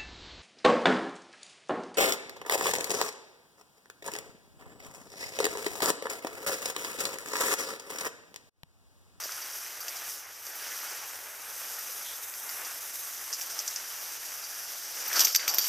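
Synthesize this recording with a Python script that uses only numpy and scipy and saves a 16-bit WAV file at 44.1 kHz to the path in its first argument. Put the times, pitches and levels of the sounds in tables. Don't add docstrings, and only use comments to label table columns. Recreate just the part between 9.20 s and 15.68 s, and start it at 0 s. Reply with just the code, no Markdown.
import sys
import numpy as np
from scipy import signal
from scipy.fft import rfft, irfft
from scipy.io import wavfile
from scipy.ndimage import uniform_filter1d

SR = 44100
rng = np.random.default_rng(int(sys.argv[2]) if len(sys.argv) > 2 else 0)


def store_pcm(level_fs):
    pcm = np.round(np.clip(level_fs, -1, 1) * 32767).astype(np.int16)
    wavfile.write(sys.argv[1], SR, np.atleast_2d(pcm).T)


def voltage_ratio(level):
    return 10 ** (np.asarray(level, float) / 20)


N = 285768


def evened(x):
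    return x / np.sqrt(np.mean(x ** 2) + 1e-20)


def read(points, hz):
    f, value = np.transpose(points)
    return np.interp(np.log(hz + 1), np.log(f + 1), value)


def add(mix, s, sound):
    part = mix[..., round(s * SR):][..., :sound.shape[-1]]
    part += sound[..., :part.shape[-1]]


def follow(rows, column):
    rows = np.array(rows)
    return np.interp(np.arange(N) / SR, rows[:, 0], rows[:, column])


def clicks(per_s, spread_db):
    size = voltage_ratio(spread_db * np.minimum(rng.exponential(1, N), 4))
    sign = rng.choice([-1., 1.], N)
    return size * sign * (rng.random(N) < per_s / SR)


def struck(modes):
    t = np.arange(6000) / SR
    ring = np.zeros(len(t))
    for k, (hz, db, t60_s) in enumerate(modes):
        ring += (-1) ** k * voltage_ratio(db - 60 * t / t60_s) * np.sin(2 * np.pi * hz * t)
    ring = ring * (1 - np.exp(-t / 0.000076))
    return ring / np.linalg.norm(ring)


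def coloured(x, spectrum, patchy_db=0., flicker_db=0.):
    hz, t, z = signal.stft(x, SR, nperseg=512, noverlap=384)
    across_bands = uniform_filter1d(rng.standard_normal(z.shape), 8, 0)
    patches = evened(uniform_filter1d(across_bands, 20, 1))
    flicker = evened(uniform_filter1d(rng.standard_normal(len(t)), 8))
    z = z * voltage_ratio(read(spectrum, hz)[:, None] + patchy_db * patches + flicker_db * flicker)
    return evened(signal.istft(z, SR, nperseg=512, noverlap=384)[1][:N])


def resonate(x, hz, width_hz):
    turn = np.exp(2j * np.pi * np.cumsum(hz) / SR)
    r = np.exp(-np.pi * width_hz / SR)
    return 2 * (turn * signal.lfilter([1 - r], [1, -r], x / turn)).real


# centre in Hz, half-width at half amplitude in Hz, rms level in dB.
DRIVE_HUM = (100.5, 18.7, -74)
RUMBLE_DB = -83.5


def lift():
    hz, width_hz, db = DRIVE_HUM
    f = np.fft.rfftfreq(N, 1 / SR)
    hum_noise, rumble_noise = rfft(rng.standard_normal((2, 2, N)))
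    hum = evened(irfft(hum_noise / (1 + ((f - hz) / width_hz) ** 2), N))
    rumble = evened(irfft(rumble_noise / (1 + (f / 70) ** 3), N))
    return voltage_ratio(db) * hum + voltage_ratio(RUMBLE_DB) * rumble


# frequency in Hz, relative density in dB per Hz.
OPEN_AIR_SPECTRUM = [(120, -25), (300, -12.5), (700, -2), (1300, -1.5), (2300, -6), (3500, -13),
                     (6000, -40)]
OPEN_AIR_DB = -59.5


def open_air():
    wash = coloured(rng.standard_normal(N), OPEN_AIR_SPECTRUM, patchy_db=1.5, flicker_db=0.9)
    return voltage_ratio(OPEN_AIR_DB) * wash


# time in s, hiss rms in dB, crunch rms in dB, drive of the pole's tremble in dB.
RIDE = [(0.0, -43.5, -47, -42), (0.24, -43.5, -47, -47.5), (0.41, -41.5, -50, -45.5),
        (0.6, -46.5, -48.5, -50.5), (0.81, -41.5, -46, -46.5), (0.94, -40, -51.5, -46),
        (1.04, -51.5, -51, -52.5), (1.22, -46.5, -52.5, -52.5), (1.45, -42, -46, -44.5),
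        (1.75, -43.5, -46, -45.5), (2.11, -45.5, -49.5, -55), (2.5, -40.5, -47.5, -46.5),
        (2.94, -42.5, -51, -48.5), (3.16, -40.5, -49, -71), (3.32, -40, -47, -57),
        (3.47, -40.5, -43.5, -50), (3.58, -42.5, -48.5, -48.5), (3.79, -40.5, -50.5, -50.5),
        (4.37, -42, -48, -44), (5.03, -43, -49.5, -45.5), (5.7, -43, -49.5, -43.5), (5.93, -39, -43, -39),
        (6.012, -37, -36.5, -29.5), (6.14, -46, -52.5, -36.5), (6.25, -48, -44, -41),
        (6.36, -51, -46.5, -37), (6.48, -33.5, -44, -32.5)]
# frequency in Hz, relative density in dB per Hz.
HISS_SPECTRUM = [(2240, -25.5), (3800, -12.5), (4280, -18.5), (5650, -8), (6220, -5), (7120, -10.5),
                 (8770, -9), (10300, -12), (11800, -2), (13200, -11.5), (14700, -7.5), (15700, -21.5)]
SCRAPE_SPECTRUM = [(1800, -25), (2400, -10), (2900, 2), (3600, -1.5), (4300, -1), (5200, -14)]
CRUNCH_SPECTRUM = [(88, -63), (150, -20), (334, -13), (472, -8), (699, -5.5), (965, -4.5), (1450, 0.5),
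                   (2600, -5), (3380, -18), (5720, -120)]
USUAL_CRUNCH_DB, USUAL_TREMBLE_DB = -48, -46
SCRAPE_DB, SCRAPE_PER_CRUNCH, SCRAPE_PER_TREMBLE = -53, 0.54, 0.7


def snow():
    grains = evened(clicks(per_s=3000, spread_db=4.0))
    hiss = coloured(rng.standard_normal(N) + 0.43 * grains, HISS_SPECTRUM, patchy_db=1.37, flicker_db=1.18)
    scrape = coloured(rng.standard_normal(N) + 0.43 * grains, SCRAPE_SPECTRUM, patchy_db=0.1, flicker_db=1.5)
    crunch = coloured(rng.standard_normal(N) + 0.79 * grains, CRUNCH_SPECTRUM, patchy_db=1.04, flicker_db=0.9)
    hiss_db, crunch_db, tremble_db = (follow(RIDE, column) for column in (1, 2, 3))
    scrape_db = (SCRAPE_DB + SCRAPE_PER_CRUNCH * (crunch_db - USUAL_CRUNCH_DB)
                 + SCRAPE_PER_TREMBLE * (tremble_db - USUAL_TREMBLE_DB))
    return voltage_ratio(hiss_db) * hiss + voltage_ratio(crunch_db) * crunch + voltage_ratio(scrape_db) * scrape


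# start in s, level before decay in dB, frequency in Hz.
ICE_LUMPS = [(0.057, -31.5, 596), (0.093, -26, 1410), (0.616, -33, 1330), (1.09, -38, 1640),
             (1.634, -32, 1110), (2.584, -33, 1680), (5.874, -28, 2300), (5.915, -22.5, 1790),
             (5.975, -28, 430), (5.992, -32, 340)]


def lumps():
    out, t = np.zeros(N), np.arange(800) / SR
    for s, db, hz in ICE_LUMPS:
        decay = voltage_ratio(db - 60 * t / .011)
        rise = np.minimum(t / .0005, 1)
        add(out, s, decay * rise * np.sin(2 * np.pi * hz * t))
    return out


# start in s, length in s, rms level at the crest in dB,
# share of the length spent swelling, start pitch in Hz, end pitch in Hz.
GRIND_STROKES = [(2.81, 0.18, -47.5, 0.48, 3300, 3500), (5.892, 0.1, -33.5, 0.8, 1800, 1110),
                 (6.185, 0.085, -40, 0.12, 2000, 1310), (6.258, .17, -42.5, 0.37, 1000, 744)]
GRIND_ENDS_DB = -18.5
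# start in s, level before rise and decay in dB, frequency in Hz.
METAL_SQUEAKS = [(1.3533, -35, 13800), (1.4092, -42.5, 14000), (5.873, -26, 14000), (5.9294, -27, 14000)]
SQUEAK_RISE_S, SQUEAK_T60_S = 0.0077, 0.067


def rubbing():
    out, rough = np.zeros(N), clicks(per_s=1400, spread_db=3.0)
    for s, length_s, db, swell, start_hz, end_hz in GRIND_STROKES:
        u = np.linspace(0, 1, round(length_s * SR))
        pitch_hz = start_hz * (end_hz / start_hz) ** u
        friction = rough[round(s * SR):][:len(u)]
        hollow = resonate(resonate(friction, pitch_hz, width_hz=660), pitch_hz, width_hz=1300)
        away = np.interp(u, [0, np.clip(swell, .05, .95), 1], [1, 0, 1])
        add(out, s, voltage_ratio(db + GRIND_ENDS_DB * away ** 2) * evened(hollow))
    t = np.arange(4000) / SR
    for s, db, hz in METAL_SQUEAKS:
        narrow = evened(resonate(rng.standard_normal(len(t)), hz + 0 * t, width_hz=350))
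        add(out, s, voltage_ratio(db - 60 * t / SQUEAK_T60_S) * np.minimum(t / SQUEAK_RISE_S, 1) * narrow)
    return out


# frequency in Hz, relative level in dB, t60 in s.
KNOCK_MODES = [(1250, -1, 0.01), (1600, -11, 0.0017), (2000, -15, 0.0016), (2580, 21, 0.0029),
               (3130, -6, 0.0084), (3300, 12.5, 0.0035), (4030, 0, 0.0033), (7500, -22, 0.0017),
               (9150, 5, 0.00099), (10500, 1, .002), (15000, -5, .002)]
CLANK_MODES = [(4870, 2.5, 0.005), (5105, -1, 0.013), (5370, 0.5, 0.005), (5590, -0.5, 0.0085),
               (5654, 7, 0.0062), (6110, 7, 0.0068), (6153, 2.5, 0.015), (6746, -9, 0.012),
               (7310, -6, 0.0069), (8020, -11.5, 0.0068), (8310, -12.5, 0.007), (9220, -13, 0.005)]
TINKLE_MODES = [(11900, 1, 0.011), (12500, -12, .005), (13000, 16, 0.0066), (12900, -9, .008),
                (13700, 7.5, 0.0071), (14100, -16, 0.011), (14300, -25, .004)]
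RING_MODES = [(4628, 0, .09), (12830, -5, .05)]
# start in s, first contact in dB,
# knock, tinkle and ring in dB against the clank, chatter t60 in s.
STRIKES = [(0.0366, -27, -16, -1, -13, 0.086), (0.12, -25, -10, -10, -17, 0.035),
           (0.2172, -32, -18, -8, 2, 0.066), (0.605, -28, -25, -1, 1, 0.088),
           (0.6816, -19, -12, -8, -6, 0.037), (0.759, -28, -18, -17, -12, .08),
           (1.266, -31, -14, -2, -5, .06), (2.588, -34, -3, 9, -15, .05), (3.1386, -27, -11, -11, -20, .06),
           (3.2915, -26, -8, -3, -18, 0.067), (3.448, -28, -13, -12, -21, .07),
           (4.1275, -21, -20, -19.5, -30, .06), (4.1337, -20.5, -22, -12, -25, 0.09),
           (4.212, -21.5, -11, -15, -22, 0.055), (4.3, -28, -5, -15, -20, 0.091),
           (4.39, -14, -25, -18, -32, .04), (4.4768, -12.5, -24, -16, -30, .045),
           (4.5024, -27, -22, -20, -24, 0.055), (4.56, -18, -16.5, -17, -24, .05),
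           (5.239, -28, -25, -16, -2, .06), (5.9292, -22, -3, -12, -15, 0.073),
           (5.9564, -16.5, -8, -12, -1, 0.18), (5.9934, -8.5, -7.5, -5, -9, .07),
           (6.0043, -8.5, -11, -13, -21, .06), (6.017, -24, -18, -8, 8, 0.061),
           (6.0465, -12, -18, -5, -17, 0.032), (6.0489, -8, -20, -2, -13, 0.029),
           (6.0708, -19, 0, -10, -11, 0.073), (6.1466, -11.5, -14.5, -14, -23, .02),
           (6.149, -8, -9, -16, -30, .02), (6.1568, -10, -11.5, -4, -18, 0.016),
           (6.1604, -11.5, -12, 1, -3.5, 0.019), (6.1967, -33, 4, -11, 11, 0.1),
           (6.276, -20.5, -2, -9, -16, 0.027), (6.279, -11.5, -6, -4.5, -7.5, 0.11),
           (6.338, -26, -2, 0, -6, .06), (6.3444, -23.5, -8, 7, -4, 0.027),
           (6.3837, -10, -7.5, 2, 2, 0.051), (6.413, -24, -19, -10, 5, 0.021),
           (6.443, -29, 0, -1, 3, 0.089)]
# knock, clank, tinkle, ring, all in dB.
CHATTER_LEVELS = [-16, -13.5, -10, -12.5]
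CONTACT_RISE_S, CONTACT_FALL_S, CHATTER_RISE_S = .0003, .001, 0.0058
REBOUND_S, REBOUND_DB = 0.00997, -13.5
TREMBLE_RING_DB = -19
SHUDDER_DB, SHUDDER_PER_TREMBLE = -59.5, 1.75
CUT_ON_HZ = 4580


def pole():
    strikes, drive, t = np.zeros((4, N)), np.zeros((4, N)), np.arange(5000) / SR
    contact = np.exp(-t / CONTACT_FALL_S) * np.minimum(t / CONTACT_RISE_S, 1)
    for s, db, knock_db, tinkle_db, ring_db, t60_s in STRIKES:
        chatter = voltage_ratio(np.c_[CHATTER_LEVELS] - 60 * t / t60_s) * np.minimum(t / CHATTER_RISE_S, 1)
        shares = voltage_ratio(db + np.c_[[knock_db, 0, tinkle_db, ring_db]])
        add(strikes, s, shares * contact)
        add(strikes, s + REBOUND_S, shares * voltage_ratio(REBOUND_DB) * contact)
        add(drive, s, shares * chatter)
    tremble_db = follow(RIDE, column=3)
    drive[1] += voltage_ratio(tremble_db)
    drive[2] += voltage_ratio(SHUDDER_DB + SHUDDER_PER_TREMBLE * (tremble_db - USUAL_TREMBLE_DB))
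    drive[3] += voltage_ratio(tremble_db + TREMBLE_RING_DB)
    rough_contact = strikes * rng.choice([-1., 1.], N)
    force = rough_contact + drive * evened(clicks(per_s=11000, spread_db=4.0))
    families = (KNOCK_MODES, CLANK_MODES, TINKLE_MODES, RING_MODES)
    knock, clank, tinkle, ring = (struck(modes) for modes in families)
    clank = signal.sosfilt(signal.butter(6, CUT_ON_HZ, "high", fs=SR, output="sos"), clank)
    return signal.fftconvolve(force, [knock, clank, tinkle, ring], axes=1)[:, :N].sum(0)


# frequency in Hz, gain in dB.
BAND_RESPONSE = [(30, -24), (150, -12), (320, 0), (975, 2), (1000, -15), (1025, 0.5), (4000, -0.5),
                 (4230, -0.5), (4500, 0.5), (15400, 1), (15750, -14)]


def housing(x):
    gain = voltage_ratio(read(BAND_RESPONSE, np.fft.rfftfreq(N, 1 / SR)))
    return irfft(rfft(x) * gain, N)


# frequency in Hz, side against mid in dB before flicker and a fixed doubling.
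SIDE_LEVELS = [(1500, -21.5), (3000, -15), (5000, -16), (15000, -16)]


def flickering_width(wide, centred):
    hz, t, z = signal.stft(wide + voltage_ratio(-6) * centred, SR, nperseg=256, noverlap=192)
    flicker = evened(uniform_filter1d(rng.standard_normal(len(t)), 20))
    flicker_db = 4 * np.tanh(flicker)
    scrambled = z * np.exp(2j * np.pi * rng.random(z.shape))
    scrambled = scrambled * 2 * voltage_ratio(read(SIDE_LEVELS, hz)[:, None] + flicker_db)
    side = signal.istft(scrambled, SR, nperseg=256, noverlap=192)[1][:N]
    side = side + open_air()
    return wide + centred + np.array([side, -side])


def scene():
    skis = housing(snow() + lumps())
    metal = housing(pole() + rubbing())
    return flickering_width(skis, metal) + lift()


def roll_off(x):
    return signal.sosfilt(signal.butter(12, 15820, fs=SR, output="sos"), x)


def record(dry):
    return roll_off(dry)


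dry = scene()
out = record(dry)
store_pcm(out)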